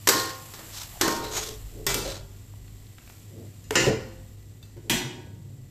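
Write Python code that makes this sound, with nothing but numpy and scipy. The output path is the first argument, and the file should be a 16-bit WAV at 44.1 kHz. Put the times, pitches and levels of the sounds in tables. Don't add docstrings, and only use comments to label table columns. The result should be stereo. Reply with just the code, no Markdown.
import sys
import numpy as np
from scipy import signal
from scipy.fft import rfft, irfft, next_fast_len
from scipy.io import wavfile
from scipy.ndimage import uniform_filter1d, map_coordinates

SR = 44100
rng = np.random.default_rng(int(sys.argv[2]) if len(sys.argv) > 2 else 0)


def generate_wav(sig):
    pcm = np.round(np.clip(np.atleast_2d(sig).T, -1, 1) * 32767).astype(np.int16)
    wavfile.write(sys.argv[1], SR, pcm)


def makeup_ratio(level_db):
    decades = np.asarray(level_db, float) / 20
    return 10 ** decades


N = 251370

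# start in seconds, crack level in dB, ring over the crack in dB,
# brightness in dB per octave, crack t60 in seconds.
WOK_BLOWS = [(.0732, -11, -31.5, -0.5, 0.043), (.0886, -8.5, -13.5, 1, 0.052),
             (.5377, -36, -22, -1.5, 0.056), (.5919, -40, -20, -4.5, 0.084),
             (1.0121, -13.5, -10.5, -1, 0.052), (1.0800, -18.5, -10.5, -3.5, 0.038),
             (1.241, -32, -37, -3, 0.064), (1.354, -33, -15.5, -2, 0.017)]
LADLE_BLOWS = [(1.8662, -17, -13.5, 1, 0.051), (1.9435, -18, -32, 0.21, 0.042)]
SPATULA_BLOWS = [(3.6416, -46, -34, 13.5, 0.01), (3.708, -17, -44, -1, 0.014),
                 (3.7549, -14, -9.5, 1.4, 0.078), (3.886, -30, -15, -9, 0.12)]
PLATE_BLOWS = [(4.769, -52, -10.5, -4, 0.043), (4.8975, -16.5, -16.5, 0.38, 0.079)]
CUTLERY_BLOWS = [(4.628, -49, -2, 0.29, 0.029)]
WOK_HZ = [334, 393, 437, 522, 770, 840, 929, 1071, 1236, 1419, 1751, 1847, 2353, 2790, 4430, 4597, 4872,
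          5020, 5475]
LADLE_HZ = [393, 1080, 1410, 1850, 2003, 2326, 2595, 3500, 5475, 5814, 6363, 7467]
SPATULA_HZ = [340, 441, 522, 1240, 1421, 1750, 1895, 2050, 2583, 2803, 3036, 3900, 4269, 5055, 5539, 5986,
              7058]
PLATE_HZ = [280, 360, 930, 1491, 1647, 1954, 2471, 2950, 3085, 3250, 3666, 4027, 5243, 5852, 7101]
CUTLERY_HZ = [2650, 3580, 4100, 4660]
# level within the ring in dB, t60 in seconds.
WOK_MODES = [(-2, 0.26), (-7, 0.23), (-5.5, 0.17), (-14.5, 0.62), (-18, 0.76), (-28, 0.84), (-10, 0.55),
             (0.5, 0.46), (-10.5, 0.27), (-12, 0.63), (1.5, 0.12), (-6, 0.49), (-37, 0.22), (-52, .5),
             (-17, 0.37), (-43, 0.22), (-22, 0.42), (-32, 0.33), (-23, 0.51)]
LADLE_MODES = [(-1.5, 0.49), (2, 0.085), (-14.5, 0.89), (9.5, 0.062), (-2, 0.33), (-4.5, 0.54),
               (-2.5, 0.42), (-0.5, 0.24), (5, 0.1), (-12, 0.2), (-9, 0.28), (-6, 0.57)]
SPATULA_MODES = [(-1, 0.58), (-9, 0.54), (-5, 0.67), (-3, 0.154), (-2, 0.26), (1, 0.31), (-1, 0.31),
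                 (-5, 0.48), (-2.5, 0.21), (-1.5, 0.46), (-31, 0.48), (-11.5, 0.35), (-12, 0.56),
                 (-12.5, 0.43), (-29, 0.2), (-20, 0.26), (-8, .35)]
PLATE_MODES = [(1.5, 0.42), (2, 0.91), (-2.5, 0.6), (-1.5, 0.66), (-5.5, 0.76), (-18, 0.24), (-3, 0.57),
               (-2, 0.38), (-1, 0.35), (-6, 0.15), (-12, .4), (-7, 0.49), (-21, .5), (6.5, 0.22),
               (-13, 0.53)]
CUTLERY_MODES = [(-9, .25), (7, 0.054), (-3, 0.089), (-5, 0.17)]
# frequency in Hz, relative dB per Hz.
STEEL_CRACK = [(120, -26.5), (200, -15), (330, -7.5), (690, -14.5), (1100, -6), (1800, -7), (2600, -13.5),
               (4500, -6.5), (6200, -7), (8200, -9), (9320, -24), (12500, -10.5), (14600, -21)]
LADLE_CRACK = [(120, -40), (200, -2), (297, -2.5), (389, -3.5), (577, -9), (2260, -7), (2470, -37),
               (2610, -6.5), (6170, -7.5), (8990, -10.5), (10500, -29), (13000, -11), (14600, -9.5)]
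SPATULA_CRACK = [(120, -42), (200, -4), (340, -7.5), (530, -37), (700, -8.5), (1400, -13.5), (1900, -4.5),
                 (2300, -14.5), (2800, -5.5), (3400, -20), (4250, -15.5), (7120, -13.5), (9000, -28),
                 (14600, -81.5)]
PLATE_CRACK = [(120, -13), (200, 2), (290, -5), (567, -18), (920, -12), (1300, -19.5), (2000, -5.5),
               (2750, -10.5), (3150, -6.5), (4310, -14.5), (5850, -12.5), (7500, -13.5), (9500, -21),
               (14600, -20)]
CRACK_HOLDS = 1.38
SNAP_T60 = 0.019

# start in seconds, level in dB, pitch in Hz.
NOODLE_DROPS = [(2.539, -48, 694), (2.679, -47, 2760), (2.868, -49, 3630), (2.984, -40, 2060),
                (3.077, -43.5, 2290), (3.1, -41, 1670)]

# middle in seconds, half length in seconds, level in dB,
# brightness in dB per octave, blade band in Hz, blade band boost in dB.
SCRAPES = [(0.19, 0.075, -28.5, 6, 4270, 14), (1.048, 0.034, -30, -4, 1700, 8),
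           (0.28, 0.064, -37, 1.5, 4400, 6), (1.114, 0.077, -33, 2, 4100, -2),
           (0.597, .04, -65, -18, 2800, 8), (0.796, 0.064, -35.5, 1.5, 4070, 2.5),
           (0.966, 0.025, -47.5, -5, 780, 19), (0.8, 0.051, -41.5, 2.5, 5000, 5),
           (1.277, 0.058, -41, -1, 4000, 12), (1.38, 0.051, -27.5, 0.1, 6700, 8.5),
           (1.46, 0.08, -36.5, 2, 3400, 4), (1.908, 0.026, -28.5, -1.5, 7000, 10),
           (2.1, 0.077, -36.5, 0, 4000, 6.5), (3.12, 0.12, -51.5, 9, 4470, 5),
           (3.835, 0.063, -29.5, -0.5, 2630, 13)]
# frequency in Hz, relative dB per Hz.
GRIT = [(120, -27), (330, -23.5), (700, -7.5), (1100, -6.5), (2000, -9), (2700, -9), (3500, -6),
        (4500, -6.5), (6200, -6), (8200, -9.5), (9320, -19.5), (12500, -16), (14600, -19)]

# start in seconds, level in dB,
# centre of the answer in Hz, t60 in seconds, deep thud level in dB.
JOLTS = [(0.083, -20.5, 396, 0.13, -50), (0.134, -28, 352, 0.42, -38.5), (1.014, -27.5, 342, 0.69, -44),
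         (1.201, -37, 430, .9, -48.5), (1.87, -43, 373, 0.51, -38), (1.949, -32.5, 364, 0.52, -39),
         (2.05, -30.5, 530, 0.37, -57), (3.708, -22, 426, .12, -55), (3.757, -25.5, 378, 0.55, -30),
         (3.864, -17, 435, .35, -31.5), (4.764, -39, 333, 0.12, -42), (4.899, -27.5, 310, 0.22, -31),
         (5.04, -40.5, 288, 0.24, -32), (5.125, -42.5, 275, 0.99, -46)]
# middle in seconds, half length in seconds,
# level in dB, centre of the answer in Hz, deep thud level in dB.
DRAGS = [(.62, .12, -69, 340, -59), (1.378, 0.069, -40.5, 440, -63), (1.512, 0.054, -43.5, 443, -62),
         (1.808, 0.065, -45, 360, -51), (3.404, .08, -46.5, 300, -52), (4.872, 0.027, -47.5, 340.5, -48),
         (5.577, 0.24, -60.5, 244, -46.5)]
# level in dB, centre of the answer in Hz, deep thud level in dB.
TREMBLE = (-60, 280, -58.5)
# centre in Hz, width in Hz, relative level in dB.
BURNER_RING = [(254.5, 83, 4.5), (341, 28, -0.5), (398.6, 29, -2), (428.3, 29, 3), (535.5, 50, 0),
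               (551, 9.9, -18)]
# centre in Hz, width in Hz.
STOVE_MODE = (128.8, 27.5)
# level in dB, centre in Hz, width in Hz.
STOVE_BOOM = (-22.5, 117, 64)
BOOM_S, BOOM_T60 = 3.865, .3
JOLT_RISE_S, THUD_LINGERS = 0.0048, 1.68

# time in seconds, level in dB.
FRYING = [(0, -46.5), (.3, -43.5), (.9, -42.5), (1.36, -43), (1.65, -48), (2.0, -52), (2.5, -53.5),
          (3.3, -52.5), (4.1, -53.5), (4.6, -56.5), (5.7, -57.5)]
# frequency in Hz, relative dB per Hz.
SIZZLE_COLOUR = [(350, -22), (600, -5.5), (763, -2.5), (838, -8), (1070, -4), (1530, -8), (1970, -2),
                 (2160, -5), (2860, -3.5), (5580, -5.5), (6700, -5.5), (7350, 3), (8000, -1), (9030, -9.5),
                 (11200, -6.5), (12900, -2), (14600, -4.5)]
# time in seconds, level in dB, throb in Hz.
BURNING = [(0, -62, 57), (.15, -49, 54.3), (.35, -61, 41.2), (1.0, -46.5, 41.1), (1.3, -45.5, 42.9),
           (2.05, -40, 44.55), (2.2, -44.5, 44.9), (2.42, -54, 45.4), (2.6, -46.5, 46.7), (3.0, -53, 50.6),
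           (3.5, -64, 53.6), (3.9, -39, 50.4), (4.1, -51, 55), (4.3, -49, 54.2), (4.6, -59, 53.6),
           (4.95, -48, 52.5), (5.1, -55, 47.3), (5.7, -54.5, 46.2)]
# frequency in Hz, relative dB per Hz.
FLAME_COLOUR = [(20, -17), (34, -27), (44, -11), (60, -10), (90, -31), (150, -63)]
# time in seconds, level in dB.
FAN_LEVEL = [(0, -46), (.6, -49), (1.2, -50.5), (1.95, -45), (2.85, -47.5), (3.09, -54.5), (3.3, -44.5),
             (4.9, -48), (5.1, -60), (5.3, -41), (5.7, -50.5)]
# frequency in Hz, relative dB per Hz.
FAN_COLOUR = [(55, -30), (80, -1.5), (101, 2), (120, -10), (160, -8), (300, -26.5), (800, -37), (1500, -77)]
# half width in Hz, level in dB.
WHINE = (20, -74)
HUM_HZ, WHINE_HZ = 101, 1965

# frequency in Hz, left-right likeness (1 is identical).
ALIKE = [(60, .98), (250, .93), (500, .8), (900, .45), (1800, 0.03), (12000, 0.02)]
# frequency in Hz, t60 in seconds.
WALLS = [(150, 0.59), (500, 0.84), (2000, 0.6), (5000, 0.56), (9000, 0.41), (14000, 0.31)]
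TOP_HZ = 14600


def wok():
    return struck(WOK_BLOWS, WOK_HZ, WOK_MODES, STEEL_CRACK, room_db=-4.5, ring_room_db=-14,
                  rough=.02, swell_s=.05, smother=1.6, pan_db=4, snap_db=-6.5)


def ladle():
    return struck(LADLE_BLOWS, LADLE_HZ, LADLE_MODES, LADLE_CRACK, room_db=-0.5, ring_room_db=-8.5,
                  rough=0.19, swell_s=0.0018, smother=1.04, pan_db=3.5, snap_db=-3.5)


def spatula():
    return struck(SPATULA_BLOWS, SPATULA_HZ, SPATULA_MODES, SPATULA_CRACK, room_db=-1.5, ring_room_db=-9.5,
                  rough=0.097, swell_s=0.0019, smother=1.02, pan_db=1.3, snap_db=-8)


def plate():
    return struck(PLATE_BLOWS, PLATE_HZ, PLATE_MODES, PLATE_CRACK, room_db=1, ring_room_db=-7.0,
                  rough=0.43, swell_s=0.00073, smother=0.86, pan_db=3.5, snap_db=-5)


def cutlery():
    return struck(CUTLERY_BLOWS, CUTLERY_HZ, CUTLERY_MODES, STEEL_CRACK, room_db=1.5, ring_room_db=-21,
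                  rough=0.086, swell_s=0.00079, smother=0.99, pan_db=4.5, snap_db=-5)


def struck(blows, pitches, modes, colour, room_db, ring_room_db, rough, swell_s, smother, pan_db, snap_db):
    out = np.zeros((2, N))
    pan = makeup_ratio([[pan_db / 2], [-pan_db / 2]])
    for s, db, ring_db, tilt_db, crack_t60 in blows:
        crack = cracked(colour, tilt_db, crack_t60, snap_db)
        ring = ringing(pitches, modes, ring_db, tilt_db, rough, swell_s, smother)
        add(out, s - .0005, makeup_ratio(db) * pan * (crack + ring))
        add(out, s, makeup_ratio(db) * walls(makeup_ratio(room_db) * crack[:1] + makeup_ratio(ring_room_db) * ring[:1]))
    return out


def cracked(colour, tilt_db, t60, snap_db):
    t = np.arange(SR) / SR
    burst = rush(tipped(colour, tilt_db), size=SR // 4)
    burst = np.pad(burst, ((0, 0), (0, SR - SR // 4)))
    grind = burst * makeup_ratio(-60 * (t / t60) ** CRACK_HOLDS)
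    snap = np.diff(rng.standard_normal((2, SR + 1))) * makeup_ratio(-60 * t / SNAP_T60)
    return grind + makeup_ratio(snap_db) * snap


def ringing(pitches, modes, ring_db, tilt_db, rough, swell_s, smother):
    t = np.arange(SR) / SR
    hz = np.array(pitches)[:, None]
    level_db, t60 = np.transpose(modes)[:, :, None]
    turn = rng.uniform(-1, 1, (2, len(hz), 1)) * np.clip(hz / 1500, 0, np.pi / 2)
    knots = np.cumsum(rng.standard_normal((len(hz), 101)), axis=1)
    paths = np.array([np.interp(t, np.linspace(0, 1, 101), k) for k in knots])
    stray = rough * np.sqrt(hz / 1000) * paths
    bright_db = tilt_db * np.log2(hz / 1000)
    chance_db = rng.normal(0, 1.5, hz.shape)
    strength = makeup_ratio(ring_db + level_db + bright_db + chance_db - 60 * (t / t60) ** smother)
    tones = np.sin(2 * np.pi * hz * t + turn + stray)
    return np.sum(strength * tones, axis=1) * (1 - np.exp(-t / swell_s))


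def scrapes():
    out, t = np.zeros((2, N)), np.arange(N) / SR
    grit = makeup_ratio(2.5 * wobble(220) + 1.1 * wobble(45))
    for s, half, db, tilt_db, blade_hz, blade_db in SCRAPES:
        steel = tipped(GRIT, tilt_db)
        blade = lambda hz: makeup_ratio(blade_db / (1 + ((hz - blade_hz) / 300) ** 2))
        stroke = np.exp(-((t - s) / half) ** 2)
        out += makeup_ratio(db) * stroke * grit * rush(lambda hz: steel(hz) * blade(hz))
    return out


def drops():
    out, t = np.zeros((2, N)), np.arange(SR // 10) / SR
    for s, db, pitch_hz in NOODLE_DROPS:
        puff = rush(lambda hz: 1 / (1 + ((hz - pitch_hz) / (.7 * pitch_hz)) ** 2), size=len(t))
        pat = puff * makeup_ratio(db - 60 * t / 0.027)
        add(out, s - .001, pat)
        add(out, s, makeup_ratio(-5.5) * walls(pat[:1]))
    return out


def rocking():
    push, thud = pan_moves()
    jolts = bumps()
    ring = np.zeros((2, N))
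    for power, (hz, width, _) in zip(push, BURNER_RING):
        mode = filtered(jolts, lambda f: resonance(hz, width)(f) / (1 + (f / 750) ** 4))
        ring += np.sqrt(power) * steadied(mode)
    db, boom_hz, boom_width = STOVE_BOOM
    shake = filtered(bumps(), lambda f: resonance(boom_hz, boom_width)(f) ** 2)
    boom = makeup_ratio(db) * sudden(BOOM_S, BOOM_T60) * steadied(shake)
    deep = filtered(bumps(), lambda f: resonance(*STOVE_MODE)(f) ** 2)
    return ring + boom + np.sqrt(thud) * steadied(deep)


def pan_moves():
    t = np.arange(N) / SR
    moves = []
    for s, db, hz, t60, thud_db in JOLTS:
        moves.append((sudden(s, t60), db, hz, sudden(s, THUD_LINGERS * t60), thud_db))
    for s, half, db, hz, thud_db in DRAGS:
        swell = np.exp(-((t - s) / half) ** 2)
        moves.append((swell, db, hz, swell, thud_db))
    moves.append((np.ones(N), *TREMBLE[:2], np.ones(N), TREMBLE[2]))
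    ring_hz, _, ring_db = np.transpose(BURNER_RING)
    push, thud = np.zeros((len(BURNER_RING), N)), np.zeros(N)
    for shape, db, touch_hz, deep_shape, thud_db in moves:
        shares = makeup_ratio(ring_db - 47 * np.abs(np.log2(touch_hz / ring_hz))) ** 2
        push += np.outer(shares / np.sum(shares), (makeup_ratio(db) * shape) ** 2)
        thud += (makeup_ratio(thud_db) * deep_shape) ** 2
    return push, thud


def bumps():
    return paired(makeup_ratio(1.5 * wobble(60)) * rng.standard_normal((2, N)))


def sizzle():
    sizzle_db, = curves(FRYING)
    spits = makeup_ratio(0.92 * wobble(280) + 0.27 * wobble(51))
    hiss = rush(lambda hz: makeup_ratio(along(SIZZLE_COLOUR, hz)))
    low = filtered(hiss, lambda hz: hz < 9500)
    high = filtered(hiss, lambda hz: hz >= 9500)
    fierce = makeup_ratio(-2.0 + 0.2 * (sizzle_db + 54))
    return makeup_ratio(sizzle_db) * spits * (low + fierce * high)


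def flame():
    flame_db, throb_hz = curves(BURNING)
    return makeup_ratio(flame_db) * hum(throb_hz, FLAME_COLOUR, clear=0.54)


def fan():
    fan_db, = curves(FAN_LEVEL)
    width_hz, whine_db = WHINE
    whine = makeup_ratio(whine_db) * rush(lambda hz: 1 / (1 + ((hz - WHINE_HZ) / width_hz) ** 2))
    return makeup_ratio(fan_db) * hum(HUM_HZ, FAN_COLOUR, clear=0.67) + whine


def hum(pitch_hz, spectrum, clear):
    phase = 2 * np.pi * np.cumsum(pitch_hz * (1 + 0.02994 * wobble(14))) / SR
    tone = np.sqrt(2) * np.sin(phase) * makeup_ratio(0.84 * wobble(22))
    noise = rush(lambda hz: makeup_ratio(along(spectrum, hz)))
    return np.sqrt(clear) * tone + np.sqrt(1 - clear) * noise


def walls(x):
    hz, t, z = signal.stft(paired(rng.standard_normal((2, SR))), SR, nperseg=256)
    fade = makeup_ratio(-60 * t / along(WALLS, hz)[:, None])
    tail = signal.istft(z * fade, SR, nperseg=256)[1]
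    tail = tail * (1 - np.exp(-np.arange(tail.shape[1]) / SR / .012))
    return signal.fftconvolve(x, tail / np.linalg.norm(tail[0]), axes=1)


def resonance(centre_hz, width_hz):
    return lambda f: 1j * f * width_hz / (centre_hz ** 2 - f * f + 1j * f * width_hz)


def steadied(x):
    swell = np.sqrt(np.abs(uniform_filter1d(np.mean(unit(x) ** 2, axis=0), size=600)) + .02)
    return unit(x / swell ** .7)


def sudden(s, t60):
    t = np.clip(np.arange(N) / SR - s, 0, None)
    return (1 - np.exp(-t / JOLT_RISE_S)) * makeup_ratio(-60 * t / t60)


def curves(rows):
    s, *columns = np.transpose(rows)
    return [np.interp(np.arange(N) / SR, s, c) for c in columns]


def wobble(rate):
    knots = rng.standard_normal(int(N * rate / SR) + 4)
    return map_coordinates(knots, [np.arange(N) * rate / SR])


def rush(response, size=N):
    return unit(filtered(paired(rng.standard_normal((2, size))), response))


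def paired(two):
    turn = lambda hz: np.arccos(np.clip(along(ALIKE, hz), -1, 1)) / 2
    mid, side = filtered(two, lambda hz: np.array([np.cos(turn(hz)), np.sin(turn(hz))]))
    return np.array([mid + side, mid - side])


def tipped(colour, tilt_db):
    return lambda hz: makeup_ratio(along(colour, hz) + tilt_db * np.log2((hz + 100) / 3000))


def along(points, hz):
    f, v = np.transpose(points)
    return np.interp(np.log(hz + 1), np.log(f + 1), v)


def filtered(x, response):
    m = next_fast_len(x.shape[-1] + 8192)
    spectrum = rfft(x, m) * response(np.fft.rfftfreq(m, 1 / SR))
    return irfft(spectrum, m)[..., :x.shape[-1]]


def unit(x):
    return x / np.sqrt(np.mean(x ** 2) + 1e-20)


def add(out, s, sound):
    room = out[:, round(s * SR):]
    room[:, :sound.shape[1]] += sound[:, :room.shape[1]]


def scene():
    metal = wok() + ladle() + spatula() + plate() + cutlery()
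    return metal + scrapes() + drops() + rocking() + sizzle() + flame() + fan()


def roll_off(x):
    return signal.sosfilt(signal.butter(12, 15740, fs=SR, output="sos"), x)


def record(dry):
    brighter = lambda hz: makeup_ratio(np.outer([1, -1], .7 * hz / (hz + 1500)))
    top_cut = lambda hz: .02 + .98 / (1 + (hz / TOP_HZ) ** 120)
    channels = filtered(dry, lambda hz: brighter(hz) * top_cut(hz))
    return roll_off(np.clip(channels, -1, 1))


dry = scene()
out = record(dry)
generate_wav(out)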